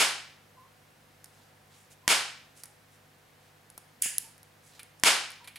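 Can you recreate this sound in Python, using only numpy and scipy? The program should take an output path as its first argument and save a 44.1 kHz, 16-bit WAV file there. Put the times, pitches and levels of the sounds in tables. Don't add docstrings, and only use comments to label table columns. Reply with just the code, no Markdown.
import sys
import numpy as np
from scipy import signal
from scipy.fft import rfft, irfft
from scipy.io import wavfile
from scipy.ndimage import uniform_filter1d, minimum_filter1d

SR = 44100
rng = np.random.default_rng(int(sys.argv[2]) if len(sys.argv) > 2 else 0)


def waveform_to_disk(signal):
    frames = np.transpose(np.atleast_2d(signal))
    scaled = np.clip(frames, -1, 1) * 32767
    samples = np.round(scaled).astype(np.int16)
    wavfile.write(sys.argv[1], SR, samples)


N = 246078
TIME = np.arange(N) / SR
FREQS = np.maximum(np.fft.rfftfreq(N, 1 / SR), 1)


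def from_db(db):
    return 10 ** (np.asarray(db) / 20)


def unit_energy(x):
    return x / np.sqrt(np.mean(np.sum(x ** 2, axis=-1)) + 1e-20)


def at_hz(points, hz):
    known_hz, values = np.transpose(points)
    return np.interp(np.log(hz), np.log(known_hz), values)


def pulse(colour):
    log_spectrum = np.log(from_db(at_hz(colour, FREQS)))
    cepstrum = irfft(log_spectrum, N)
    cepstrum[1:N // 2] *= 2
    cepstrum[N // 2 + 1:] = 0
    causal = irfft(np.exp(rfft(cepstrum)), N)
    return unit_energy(causal[:SR // 20])


def convolve(a, b):
    return signal.fftconvolve(np.atleast_2d(a), np.atleast_2d(b), axes=-1)


def add(out, sound, start_s):
    at = int(round(start_s * SR))
    part = sound[..., max(-at, 0):max(N - at, 0)]
    first = max(at, 0)
    out[:, first:first + part.shape[-1]] += part


def swell(length_s):
    return np.sin(np.pi * np.linspace(0, 1, int(length_s * SR))).clip(0)


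def wander(smooth_samples):
    smooth = uniform_filter1d(rng.standard_normal(N), size=smooth_samples)
    return unit_energy(smooth) * np.sqrt(N)


# [hz, side_minus_mid_db]
ROOM_WIDTH = [(60, -31), (110, -26), (200, -36), (380, -21), (700, -18), (1290, -9.5), (2380, -8),
              (4400, -8), (8120, -8.5), (15000, -27)]


def stereo_noise(colour, width=ROOM_WIDTH):
    mid, side = rfft(rng.standard_normal((2, N)))
    side = from_db(at_hz(width, FREQS)) * side
    both = mid + side * [[1], [-1]]
    coloured = both * from_db(at_hz(colour, FREQS))
    return unit_energy(irfft(coloured, N)) * np.sqrt(N)


# [pitch_hz, level_db]
HUM_HARMONICS = [(100, -70.5), (150, -70.5), (200, -80.5), (250, -79.5), (500, -76.5), (750, -77.5)]
# [hz, relative_level_db]
AIR_COLOUR = [(25, -21.5), (65, -14), (90, -13.5), (125, -12.5), (180, -12), (280, -13), (370, -15.5),
              (500, -14), (800, -14.5), (1300, -17.5), (1650, -16), (3000, -21.5), (7000, -27.5),
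              (16000, -28)]
# [hz, side_minus_mid_db]
AIR_WIDTH = [(60, -24), (110, -13), (200, -9), (380, -3), (700, -3), (1290, -2.5), (2380, -4.5), (4400, -5),
             (8120, -9), (15000, -20)]


def background(air_db=-60.5):
    hum = np.zeros(N)
    for pitch_hz, level_db in HUM_HARMONICS:
        cycles = pitch_hz * TIME + rng.random()
        hum += from_db(level_db) * np.sqrt(2) * np.sin(2 * np.pi * cycles)
    return hum + from_db(air_db) * stereo_noise(AIR_COLOUR, AIR_WIDTH)


# [start_s, length_s, pitch_hz, level_db]
WHISTLES = [(0.564, 0.15, 1045, -60), (2.024, 0.09, 1010, -66), (2.68, 0.082, 853, -71),
            (4.233, .08, 893, -65), (5.395, 0.094, 982, -62)]


def whistles(attack_s=0.02, waver_hz=41.0, rise_hz_per_s=540.0):
    out = np.zeros((2, N))
    for start_s, length_s, pitch_hz, level_db in WHISTLES:
        t = TIME[:int(length_s * SR)]
        shape = np.minimum(t / attack_s, 1) * (1 - t / length_s)
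        waver = waver_hz * wander(150)[:len(t)]
        glide_hz = pitch_hz + rise_hz_per_s * (t - length_s / 2) + waver
        tone = np.sin(2 * np.pi * np.cumsum(glide_hz) / SR)
        add(out, from_db(level_db) * unit_energy(tone * shape) * np.sqrt(len(t)), start_s)
    return out


# [hz, relative_level_db]
ROOM_COLOUR = [(50, -45), (150, -13), (260, -11), (450, -7), (780, -0.5), (1000, 0), (1300, 1), (2000, 2),
               (2900, 2), (4000, -2), (6300, -4.5), (9500, -0.5), (12000, -3.5), (16000, -7.5)]
# [hz, t60_s]
ROOM_T60 = [(100, 0.69), (300, 0.39), (800, 0.47), (2000, 0.55), (5000, 0.5), (9000, 0.39), (11500, 0.33),
            (16000, 0.27)]
# [pitch_hz, relative_level_db]
ROOM_MODES = [(1400, -66), (1793, -53), (1884, -61), (2309, -42.5), (2417, -69), (2767, -64), (2805, -53),
              (2998, -53.5), (3068, -68), (3138, -56), (3467, -58), (3741, -54), (4479, -63), (4764, -49),
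              (4963, -63), (5195, -56), (5233, -49.5), (5776, -51)]


def room_modes(t, port_phase=0.82):
    out = np.zeros((2, len(t)))
    for pitch_hz, level_db in ROOM_MODES:
        port_offset = port_phase * rng.standard_normal() * np.array([[1], [-1]])
        phase = 2 * np.pi * rng.random() + port_offset
        decay = from_db(level_db - 60 * t / at_hz(ROOM_T60, pitch_hz))
        out += decay * np.sin(2 * np.pi * pitch_hz * t + phase)
    return unit_energy(out)


# [delay_s, spread_s, level_db against the tail]
WALL_ECHOES = (0.042, 0.013, -8.5)
# [hz, relative_level_db]
WALL_COLOUR = [(250, -19.5), (750, -1), (1300, -0.5), (2000, 3.5), (2900, 3.5), (3900, -1), (9000, -12.5),
               (16000, -20.5)]


def room_path(room_db=-5, modes_db=-14, build_s=0.011):
    t = TIME[:SR]
    hz, frame_s, frames = signal.stft(stereo_noise(ROOM_COLOUR)[:, :SR], SR, nperseg=512)
    fading = from_db(-60 * frame_s / at_hz(ROOM_T60, hz + 1)[:, None])
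    diffuse = signal.istft(frames * fading, SR)[1][:, :SR]
    ring = unit_energy(diffuse) + from_db(modes_db) * room_modes(t)
    tail = ring * (1 - np.exp(-t / build_s))
    delay_s, spread_s, wall_db = WALL_ECHOES
    cluster = np.exp(-((t - delay_s) / spread_s) ** 2)
    walls = stereo_noise(WALL_COLOUR)[:, :SR] * cluster
    return from_db(room_db) * (unit_energy(tail) + from_db(wall_db) * unit_energy(walls))


# [delay_s, gain]
NEAR_ECHOES = [(0.0006, 0.65), (0.00115, 0.63), (0.00175, .55), (0.0109, 0.29)]


def near_path(scatter_db=-0.5, scatter_t60_s=0.014):
    t = TIME[:SR // 20]
    path = np.zeros(len(t))
    path[0] = 1
    for delay_s, gain in NEAR_ECHOES:
        path[int(delay_s * SR)] += gain
    scatter = stereo_noise(ROOM_COLOUR)[:, :len(t)] * from_db(-60 * t / scatter_t60_s)
    return unit_energy(path + from_db(scatter_db) * unit_energy(scatter))


def contact(body, room, t60_s, grit, ring_hz, ring_db, ring_t60_s, room_db):
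    t = TIME[:len(body)]
    burst = grit * unit_energy(rng.standard_normal(len(t)) * from_db(-60 * t / t60_s))
    burst[0] += 1
    mode = np.sin(2 * np.pi * ring_hz * t) * from_db(-60 * t / ring_t60_s)
    ring = from_db(ring_db) * unit_energy(mode)
    out = from_db(room_db) * convolve(body, room)
    out[:, :len(t)] += unit_energy(convolve(burst, body)[:, :len(t)]) + ring
    return out


# [start_s, level_db, ring_hz]
BUMPS = [(3.7785, -30.5, 720), (4.0582, -23, 230)]
# [hz, relative_level_db]
BUMP_COLOUR = [(40, -15), (200, -1), (800, 7), (1500, -4.5), (4000, -27), (16000, -50)]


def bumps(room):
    out, wood = np.zeros((2, N)), pulse(BUMP_COLOUR)
    for start_s, level_db, ring_hz in BUMPS:
        thud = contact(wood, room, t60_s=0.031, grit=1.4,
                       ring_hz=ring_hz, ring_db=-2, ring_t60_s=0.039, room_db=-4)
        add(out, from_db(level_db) * thud, start_s)
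    return out


# [start_s, length_s, level_db]
RUSTLES = [(1.31, 0.23, -68.5), (1.69, 0.098, -62.5), (3.38, 0.15, -70), (4.70, 0.11, -61)]
# [hz, relative_level_db]
RUSTLE_COLOUR = [(200, -6), (900, 4), (1800, -4), (4000, 4), (7000, -0.5), (16000, -11)]
# [start_s, length_s, level_db]
SLIDES = [(1.30, .11, -70), (1.70, 0.19, -65), (1.897, 0.055, -57.5), (2.545, 0.098, -57.5),
          (2.90, 0.087, -67.5), (4.618, 0.12, -61), (4.963, 0.075, -70)]
# [hz, relative_level_db]
SLIDE_COLOUR = [(500, -23), (2500, -3), (4500, -4), (7500, 0.5), (10500, 0), (13000, -12), (16000, -10)]


def rubbing(strokes, colour, grain_db):
    grain = wander(60)
    pressure = np.zeros((2, N))
    for start_s, length_s, level_db in strokes:
        add(pressure, from_db(level_db) * swell(length_s), start_s)
    return pressure * from_db(grain_db * grain) * stereo_noise(colour)


# [start_s, level_db, ring_hz]
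TICKS = [(1.243, -22, 9100), (1.2583, -34, 5300), (2.6353, -16, 9530), (2.6564, -25.5, 10900),
         (3.7013, -27.5, 10900), (3.7777, -19.5, 11700), (4.38, -34.5, 10000), (4.4308, -30, 11500),
         (4.831, -24.5, 9600), (4.9986, -29.5, 10040), (5.3042, -24.5, 10400), (5.3178, -27, 10500)]
# [hz, relative_level_db]
TICK_COLOUR = [(100, -25), (1800, -4), (3000, -12.5), (5400, 0), (7500, -2), (9500, 5), (11500, 0),
               (13000, -2), (16000, -11.5)]


def ticks(room, hardest_t60_s=0.029, halving_db=7):
    out, casing = np.zeros((2, N)), pulse(TICK_COLOUR)
    hardest_db = max(level_db for _, level_db, _ in TICKS)
    for start_s, level_db, ring_hz in TICKS:
        t60_s = hardest_t60_s * 2 ** ((level_db - hardest_db) / halving_db)
        tick = contact(casing, room, t60_s, grit=6.6,
                       ring_hz=ring_hz, ring_db=-4, ring_t60_s=0.025, room_db=-5)
        add(out, from_db(level_db) * tick, start_s)
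    return out


# [start_s, level_db]
KNOCKS = [(4.794, -19.5), (5.444, -26), (5.475, -17.5), (5.5585, -17.5)]
# [hz, relative_level_db]
KNOCK_COLOUR = [(100, -43), (1100, -8), (2400, 0), (3400, -4), (4200, -2.5), (5800, -14), (8000, -11.5),
                (10400, -3.5), (12500, -12), (16000, -21)]


def knocks(room, bounce_s=0.005, bounce_loss_db=6.5):
    out, glass = np.zeros((2, N)), pulse(KNOCK_COLOUR)
    for start_s, level_db in KNOCKS:
        second_touch = (start_s + bounce_s, level_db - bounce_loss_db)
        for touch_s, touch_db in ((start_s, level_db), second_touch):
            touch = contact(glass, room, t60_s=0.069, grit=2.5,
                            ring_hz=2383, ring_db=-10, ring_t60_s=0.062, room_db=-6)
            add(out, from_db(touch_db) * touch, touch_s)
    return out


# [start_s, level_db]
PRESS = [(4.0186, -15), (4.022, 4.5)]
# [hz, relative_level_db]
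PRESS_COLOUR = [(100, -34), (1300, -21.5), (1750, -2.5), (2200, -9), (2750, -2), (3500, -9.5), (4400, -10),
                (4900, -0.5), (5600, -4.5), (7000, 7), (8700, 2.5), (9800, 9.5), (12000, -2.5), (16000, 0)]
# [start_s, level_db]
RELEASE = [(4.1827, 3.5)]
# [hz, relative_level_db]
RELEASE_COLOUR = [(100, -30), (700, -28), (3000, -13), (4700, -3), (7500, -0.5), (9500, 4.5), (11000, 9),
                  (13000, -2), (16000, -6)]


def button(room):
    out, latch, spring = np.zeros((2, N)), pulse(PRESS_COLOUR), pulse(RELEASE_COLOUR)
    for start_s, level_db in PRESS:
        click = contact(latch, room, t60_s=0.014, grit=1.8,
                        ring_hz=10000, ring_db=-15, ring_t60_s=0.024, room_db=6)
        add(out, from_db(level_db) * click, start_s)
    for start_s, level_db in RELEASE:
        click = contact(spring, room, t60_s=0.0073, grit=0.88,
                        ring_hz=10400, ring_db=-21, ring_t60_s=0.017, room_db=-9.0)
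        add(out, from_db(level_db) * click, start_s)
    return out


# [start_s, level_db]
SPARKS = [(-0.0207, 17.5), (2.0786, 18), (5.0360, 20.5)]
# [hz, relative_level_db]
SPARK_COLOUR = [(30, -4), (100, -4.5), (300, 4), (750, 2.5), (2000, 0), (5000, 3), (10000, 0.5),
                (12500, -5.5), (16000, -13)]


def sparks(near, room):
    out, shock = np.zeros((2, N)), pulse(SPARK_COLOUR)
    for start_s, level_db in SPARKS:
        for path in (near, room):
            add(out, from_db(level_db) * convolve(shock, path), start_s)
    return out


def tilt(left_minus_right_db):
    return from_db(np.array([[left_minus_right_db], [-left_minus_right_db]]) / 2)


def scene():
    near, room = near_path(), room_path()
    torch = bumps(room) + ticks(room) + knocks(room) + button(room)
    arm = rubbing(RUSTLES, RUSTLE_COLOUR, grain_db=3.0)
    fingers = rubbing(SLIDES, SLIDE_COLOUR, grain_db=2.5)
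    hand = (torch + arm + fingers) * tilt(-1.5)
    everything = background() + whistles() + hand + sparks(near, room)
    return everything * tilt(-0.17)


def limiter(x, ceiling_db=-1.5, release_db_per_s=370.0, opening_cut_db=3.5):
    peak_db = 20 * np.log10(np.abs(x).max(axis=0) + 1e-9)
    over_db = np.maximum(peak_db - ceiling_db, 0)
    over_db[0] = max(over_db[0], opening_cut_db)
    climb_db = release_db_per_s * TIME
    gain_db = climb_db - np.maximum.accumulate(over_db + climb_db)
    ahead_db = minimum_filter1d(gain_db, size=9)
    return x * from_db(uniform_filter1d(ahead_db, size=9))


def record(dry, overload_db=11.5, treble_hz=14500.0, cutoff_hz=15800):
    top = from_db(overload_db)
    rounded = top * np.tanh(dry / top)
    rolloff = signal.butter(2, treble_hz, fs=SR, output="sos")
    limited = limiter(signal.sosfilt(rolloff, rounded))
    top_cut = signal.ellip(10, .1, 90, cutoff_hz, fs=SR, output="sos")
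    return signal.sosfilt(top_cut, limited)


dry = scene()
out = record(dry)
waveform_to_disk(out)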